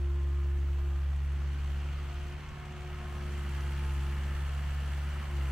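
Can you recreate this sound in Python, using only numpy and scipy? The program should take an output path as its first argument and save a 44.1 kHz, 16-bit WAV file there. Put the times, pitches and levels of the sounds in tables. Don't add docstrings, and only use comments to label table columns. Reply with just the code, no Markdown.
import sys
import numpy as np
from scipy import signal
from scipy.fft import rfft, irfft, next_fast_len
from scipy.io import wavfile
from scipy.ndimage import uniform_filter1d, map_coordinates

SR = 44100
rng = np.random.default_rng(int(sys.argv[2]) if len(sys.argv) > 2 else 0)


def to_linear_factor(level_db):
    exponent = np.asarray(level_db, float) / 20
    return 10 ** exponent


def dump_mix(stems):
    frames = np.atleast_2d(stems).T
    limited = np.clip(frames, -1, 1)
    pcm = np.round(limited * 32767).astype(np.int16)
    wavfile.write(sys.argv[1], SR, pcm)


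N = 242991


def in_time(rows):
    times_s, *columns = np.transpose(rows)
    return [np.interp(np.arange(N) / SR, times_s, column) for column in columns]


def at_hz(rows, hz):
    table_hz, *columns = np.transpose(rows)
    return [np.interp(np.log(hz), np.log(table_hz), column) for column in columns]


def drift(rate_hz):
    hop = 40
    pole = np.exp(-2 * np.pi * rate_hz * hop / SR)
    noise = rng.standard_normal(N // hop + 2002)
    slow = signal.lfilter([1], [1, -2 * pole, pole * pole], noise)[2000:]
    return np.interp(np.arange(N) / hop, np.arange(len(slow)), slow / slow.std())


def tone(phase, level_db, flutter_db):
    return np.sqrt(2) * to_linear_factor(level_db + flutter_db * drift(8.3)) * np.cos(phase)


def spells(rows):
    edge_s, rest_db = .04, -76
    t = np.arange(N) / SR
    held = 0
    for start_s, length_s, db in rows:
        to_edge_s = np.minimum(t - start_s, start_s + length_s - t)
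        held = held + to_linear_factor(db) * np.clip(to_edge_s / edge_s + .5, 0, 1)
    return 20 * np.log10(held + to_linear_factor(rest_db))


# (time [s], firing rate [Hz])
SPEED_HZ = [(0, 69.85), (.6, 70.05), (.95, 69.5), (1.5, 70.25), (2.31, 70.9), (2.39, 73.5), (2.5, 73.4),
            (2.63, 72.65), (3.25, 71.25), (3.52, 69.95), (3.87, 69.95), (4.0, 69.15), (4.2, 70.1),
            (4.6, 70.6), (5.0, 70.45), (5.2, 72.1), (5.3, 71.2), (5.51, 66.7)]


def firing_rate():
    return in_time(SPEED_HZ)[0]


# (time [s], firing tone [dB], octave [dB])
EFFORT_DB = [(0, -30, -46.5), (.5, -29.5, -47), (1.0, -30.5, -47), (1.45, -32, -45), (1.78, -33.5, -46),
             (2.25, -38, -49), (2.36, -40, -47.5), (2.4, -45.5, -51), (2.52, -47.5, -48.5),
             (2.7, -43.5, -47.5), (3.15, -37.5, -48), (3.6, -33.5, -43.5), (4.0, -31.5, -42.5),
             (4.25, -33, -45.5), (5.0, -33, -44), (5.27, -37, -47), (5.42, -30.5, -41.5), (5.51, -32, -43)]
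# (time [s], 2nd order lead [rad], 3rd order lead [rad])
SWING_RAD = [(0, -.4, .2), (.8, 0, .2), (2.3, 2.2, 1.8), (2.6, .9, -.1), (3.3, 1.5, -.7), (5.51, 1.6, -1)]
# (start [s], length [s], level [dB])
TAILPIPE_OPEN = [(.85, 0.37, -75), (1.3, 1, -65.5), (2.5, 0.39, -63), (2.95, .5, -55.5), (3.45, .9, -56),
                 (4.55, 1.1, -60.5)]
# (multiple of firing rate [1], level [dB])
FAINT_ORDERS = [(0.502, -70.5), (.65, -64), (0.751, -69.5), (1.502, -80.5), (1.75, -66), (4, -68)]


def exhaust(phase):
    first_db, second_db = in_time(EFFORT_DB)
    third_db = spells(TAILPIPE_OPEN)
    lead2, lead3 = in_time(SWING_RAD)
    hum = tone(phase, first_db, 0.22)
    hum += tone(2 * phase + lead2, second_db, 0.15)
    hum += tone(3 * phase + lead3 + .5 * drift(8.3), third_db, 1.0)
    hum += tone(11 / 4 * phase + drift(3), third_db - 7, 3.0)
    for order, db in FAINT_ORDERS:
        hum += tone(order * phase + 1.42 * drift(1.8), db, 3.1)
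    return hum


# (time [s], level [dB])
PUMP_DB = [(0, -50.5), (.92, -53.5), (1.04, -59), (1.12, -64), (1.24, -66), (1.33, -59), (1.84, -59.5),
           (2.33, -55), (2.39, -62.5), (2.62, -61), (2.72, -54), (4.04, -54.5), (4.4, -57.5), (4.48, -70),
           (4.6, -65), (4.8, -66), (5.17, -57), (5.26, -66), (5.33, -53), (5.51, -58)]
WHINE_ORDERS = [10, 12.5, 15, 17.5, 25]
# (start [s], length [s], level [dB])
WHINES = [
    [(2.1, .26, -64), (2.57, .36, -62), (2.97, .17, -60.5), (3.58, .1, -65), (3.3, .15, -67),
     (4.5, .5, -66), (5.4, .12, -64)],
    [(3.5, .3, -66), (3.8, .4, -62.5), (4.25, .1, -67), (5.35, .1, -66)],
    [(0, .56, -67.5), (1.5, .15, -68), (2.4, .3, -68), (2.97, .34, -62.5), (3.85, .35, -65),
     (5.2, .32, -64.5)],
    [(.1, .4, -70), (.82, .2, -70), (1.95, .4, -68), (2.5, .5, -67)],
    [(3.6, .35, -68), (3.95, .85, -64.5), (4.8, .4, -67)],
]


def hydraulics(phase):
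    orders = [5, *WHINE_ORDERS]
    levels_db = in_time(PUMP_DB) + [spells(rows) for rows in WHINES]
    out = np.zeros((2, N))
    for order, db in zip(orders, levels_db):
        lag_rad = .13 / order * drift(1.2) * [[1], [-1]]
        wander_rad = .04 * order * drift(7) + .038 * (order - 5) * drift(30)
        out += tone(order * (phase + lag_rad) + wander_rad, db, .8 + .06 * order)
    return out


CYLINDERS_DB = [2.2, 0.0, -.6, -1.6]


def firing_beat(phase):
    firing = (phase / (2 * np.pi) + .5).astype(int)
    chance_db = .6 * rng.standard_normal(firing.max() + 1)
    strength_db = np.array(CYLINDERS_DB)[firing % 4] + chance_db[firing]
    return np.cos(phase + 0.087), uniform_filter1d(strength_db, size=200)


def cycle_noise(phase, size):
    steps = 2520
    cycle_memory = .7
    each_turn = .4
    knock_db = 1.5
    place = phase / (8 * np.pi) * steps
    fresh = rng.standard_normal((int(place[-1] / steps) + 22, steps))
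    turns = np.tile(rng.standard_normal((len(fresh), steps // 2)), 2)
    fresh = np.sqrt(1 - each_turn) * fresh + np.sqrt(each_turn) * turns
    cycles = signal.lfilter([1], [1, -cycle_memory], fresh, axis=0)[20:]
    since_firing = (phase / (2 * np.pi) + 0.17) % 1
    clatter = map_coordinates(cycles.ravel(), [place], order=3) * to_linear_factor(-2 * knock_db * since_firing)
    return rfft(clatter / clatter.std(), size)


# (frequency [Hz], left-right likeness [0-1], lead of right [rad])
PORTS = [(35.2, 0.94, 0.1), (68, .75, 0.19), (120, 0.99, 0.21), (192, 0.96, 0.29), (500, 0.8, 0.56),
         (840, 0.64, 0.97), (960, 0.5, 1.04), (1450, 1, 0.14), (1730, 0.83, 0.28), (2240, 0.88, 0.41),
         (2900, 0.67, 0.27), (3630, 0.46, 0.23), (5630, 0.26, 1.04), (9000, 0.32, 0.68), (11500, 0.34, 1.7),
         (13900, 0.3, 1.3)]
# (frequency [Hz], level [dB])
LEAN_DB = [(40, 1), (110, -0.5), (200, 0), (380, 0.5), (700, 1), (1290, 0.5), (2380, -1), (4400, -1.0),
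           (8120, -1.5), (15000, -1.5)]


def at_ports(mid, side, hz):
    likeness, lead_rad = at_hz(PORTS, hz)
    lean_db, = at_hz(LEAN_DB, hz)
    alike = np.clip(likeness, 0, 1)
    sign = np.array([[1], [-1]])
    pair = np.sqrt(1 + alike) * mid + np.sqrt(1 - alike) * side * sign
    return pair * to_linear_factor(sign * lean_db / 2) * np.exp(-.5j * sign * lead_rad)


def panel_gain(peaks, hz):
    peaks_db = sum(db / (1 + np.abs(2 * (hz - centre) / width) ** 3) for centre, width, db in peaks)
    diffuse_share = .5
    return to_linear_factor(np.array([[1], [diffuse_share]]) * peaks_db)


# (frequency [Hz], density [dB per Hz])
NOISE_COLOUR = [(18, 15), (50, 19), (100, 12.5), (170, 9), (215, 5), (260, 2), (330, -3.5),
                (380, -0.5), (587, -1.5), (708, 0), (951, 0.5), (1260, 1), (2490, -4.5), (2820, -2),
              (3850, -12), (7750, -21), (8510, -23), (9340, -23.5), (15600, -27.5)]
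# (frequency [Hz], power repeating each cycle [0-1])
REPEAT = [(90, 0), (200, .2), (500, .4), (900, .36), (1250, .3), (1800, .7), (2800, .66), (4200, .2),
          (6000, 0)]
# (frequency [Hz], width [Hz], level [dB])
PANELS_HIDDEN = [(1188, 39, -8), (1192, 46, 4.5), (2760, 280, -1.5), (4310, 86, 7), (6230, 990, 4.5),
                 (7700, 710, 6), (9360, 430, 5.5), (10800, 400, 1.5), (11600, 400, -3), (12800, 600, 6)]
PANELS_FACING = [(1190, 32, -6), (1250, 99, 2), (1800, 780, 1.5), (2570, 280, -1), (3700, 550, -2.5),
                 (4280, 300, 1.5), (5080, 350, -3.5), (6150, 600, 2), (7700, 420, 6.5), (9370, 490, 7),
                 (10900, 600, 2), (12400, 620, 6), (13100, 500, -2.5), (14600, 900, 2)]
# (time [s], share [0-1])
FACING = [(0, 0), (2.7, 0), (3.4, 1), (5.51, 1)]
# (time [s], level [dB])
OPENING_DB = [(0, 2.5), (.1, 2), (1.2, 3), (1.5, 5), (1.6, 6), (1.85, 6.5), (1.95, 6.5), (2.25, 6.5),
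              (2.55, 5), (2.9, 6), (3.2, 8.5), (3.6, 9.5), (4.4, 9), (5.25, 9.5), (5.34, 8), (5.4, 9.5),
              (5.51, 9.5)]
# (frequency [Hz], opening [dB per dB], sag [dB per Hz], facing [dB])
BAY_FOLLOWS = [(40, 0, 0.3, -2), (110, 1.5, -0.3, -4.5), (310, 0.1, 0.1, 0), (700, 0.39, -0.3, 2),
               (2470, 1.31, -0.26, -2), (7000, 0.9, 0.45, 2), (10000, 0.84, 0.8, 2), (15000, 0.5, 0.5, 3)]
# (frequency [Hz], firing swing behind cab [dB], firing swing facing [dB], flicker [dB])
THROB = [(300, -.6, -.6, 1), (900, .65, .35, .85), (1700, .9, .35, .6), (3200, 1.1, 1.2, .7),
         (6000, .9, .75, .85), (11000, 1.1, 1.1, 1)]


def engine_bay(phase):
    level_db, diffuse_patchy_db = -45.5, 1.2
    free_running_hz, full_load_sag_hz = 73.4, 3.8
    size = next_fast_len(N)
    hz = np.maximum(np.fft.rfftfreq(size, 1 / SR), 1)
    mid, side = rfft(rng.standard_normal((2, size)))
    repeat, = at_hz(REPEAT, hz)
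    mid = np.sqrt(1 - repeat) * mid + np.sqrt(repeat) * cycle_noise(phase, size)
    colour_db, = at_hz(NOISE_COLOUR, hz)
    left, right = at_ports(mid, side, hz) * to_linear_factor(colour_db) * (hz > 14)
    direct_diffuse = np.array([left + right, left - right])
    hidden = direct_diffuse * panel_gain(PANELS_HIDDEN, hz)
    shown = direct_diffuse * panel_gain(PANELS_FACING, hz)

    facing, = in_time(FACING)
    opening_db, = in_time(OPENING_DB)
    sag_hz = np.minimum(free_running_hz - firing_rate(), full_load_sag_hz)
    turns = np.array([opening_db, sag_hz, facing])
    turns -= turns.mean(axis=1, keepdims=True)
    swell, strength_db = firing_beat(phase)
    together = drift(5.0)
    out = 0
    for centre in 20 * 2 ** np.arange(0, 10.1, .5):
        window = np.cos(np.pi / 2 * np.clip(2 * np.log2(hz / centre), -1, 1)) ** 2
        band = (1 - facing) * irfft(hidden * window, size)[:, :N]
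        band += facing * irfft(shown * window, size)[:, :N]
        behind_db, front_db, flicker_db = at_hz(THROB, centre)
        depth_db = behind_db + facing * (front_db - behind_db)
        gain_db = np.array(at_hz(BAY_FOLLOWS, centre)) @ turns
        gain_db += depth_db * (swell + .3 * strength_db)
        gain_db += .1 * together + flicker_db * drift(22)
        diffuse = to_linear_factor(diffuse_patchy_db * drift(9.3)) * band[1] * [[1], [-1]]
        out = out + to_linear_factor(gain_db) * (band[0] + diffuse)
    return to_linear_factor(level_db) * out / out.std()


# (time [s], frequency [Hz], level [dB])
VALVE = [(.38, 15400, -86), (.44, 15400, -77), (.58, 15400, -77.5), (.66, 15350, -74), (.72, 15350, -74),
         (.76, 14800, -73.5), (.785, 14750, -74), (.8, 14100, -74), (.86, 13950, -75), (.89, 13300, -78),
         (1.0, 13000, -80), (1.1, 12900, -88)]


def valve():
    width_hz = 200
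    hz, db = in_time(VALVE)
    lowpass = signal.butter(2, width_hz, fs=SR, output="sos")
    out = 0
    for offset_hz in [-380, 60, 360]:
        rough = signal.sosfilt(lowpass, rng.standard_normal((3, N)))
        rough = rough[0] + 0.76 * rough[1:]
        carrier = np.cos(2 * np.pi * np.cumsum(hz + offset_hz) / SR)
        out = out + to_linear_factor(2.5 * drift(10)) * rough / rough.std() * carrier
    return to_linear_factor(db - 6.0) * (db > db.min()) * out


# (time [s], peak [dB], pitch [Hz])
TICKS = [(0.595, -45, 7500), (1.1603, -41, 7200), (1.232, -47, 9000), (1.3194, -44, 6800),
         (1.4174, -39, 5000), (1.932, -45, 7000), (2.323, -38, 5030), (2.488, -37, 5870),
         (2.656, -43, 7000), (2.722, -40, 6000), (2.807, -40, 6300), (3.492, -42, 9500), (3.607, -33, 5000),
         (3.748, -39, 4700), (3.865, -50, 10800), (3.936, -37, 7700), (4.167, -41, 4500),
         (4.706, -37, 7000), (4.857, -40, 5000), (5.036, -44, 7000)]


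def ticks():
    decay_s, span = .006, 1.3
    length = round(8 * decay_s * SR)
    decay = np.exp(-np.arange(length) / (decay_s * SR))
    out = np.zeros(N)
    for start_s, db, hz in TICKS:
        puff = rng.standard_normal(length) * decay
        band = signal.butter(2, [hz / span, hz * span], "band", fs=SR, output="sos")
        out[round(start_s * SR):][:length] += to_linear_factor(db - 13.5) * signal.sosfilt(band, puff)
    return out


def scene():
    phase = 2 * np.pi * np.cumsum(firing_rate()) / SR + 5.1
    return exhaust(phase) + hydraulics(phase) + engine_bay(phase) + valve() + ticks()


def top_cut(x):
    return signal.sosfilt(signal.butter(12, 15750, fs=SR, output="sos"), x)


def record(dry):
    return top_cut(dry)


dry = scene()
out = record(dry)
dump_mix(out)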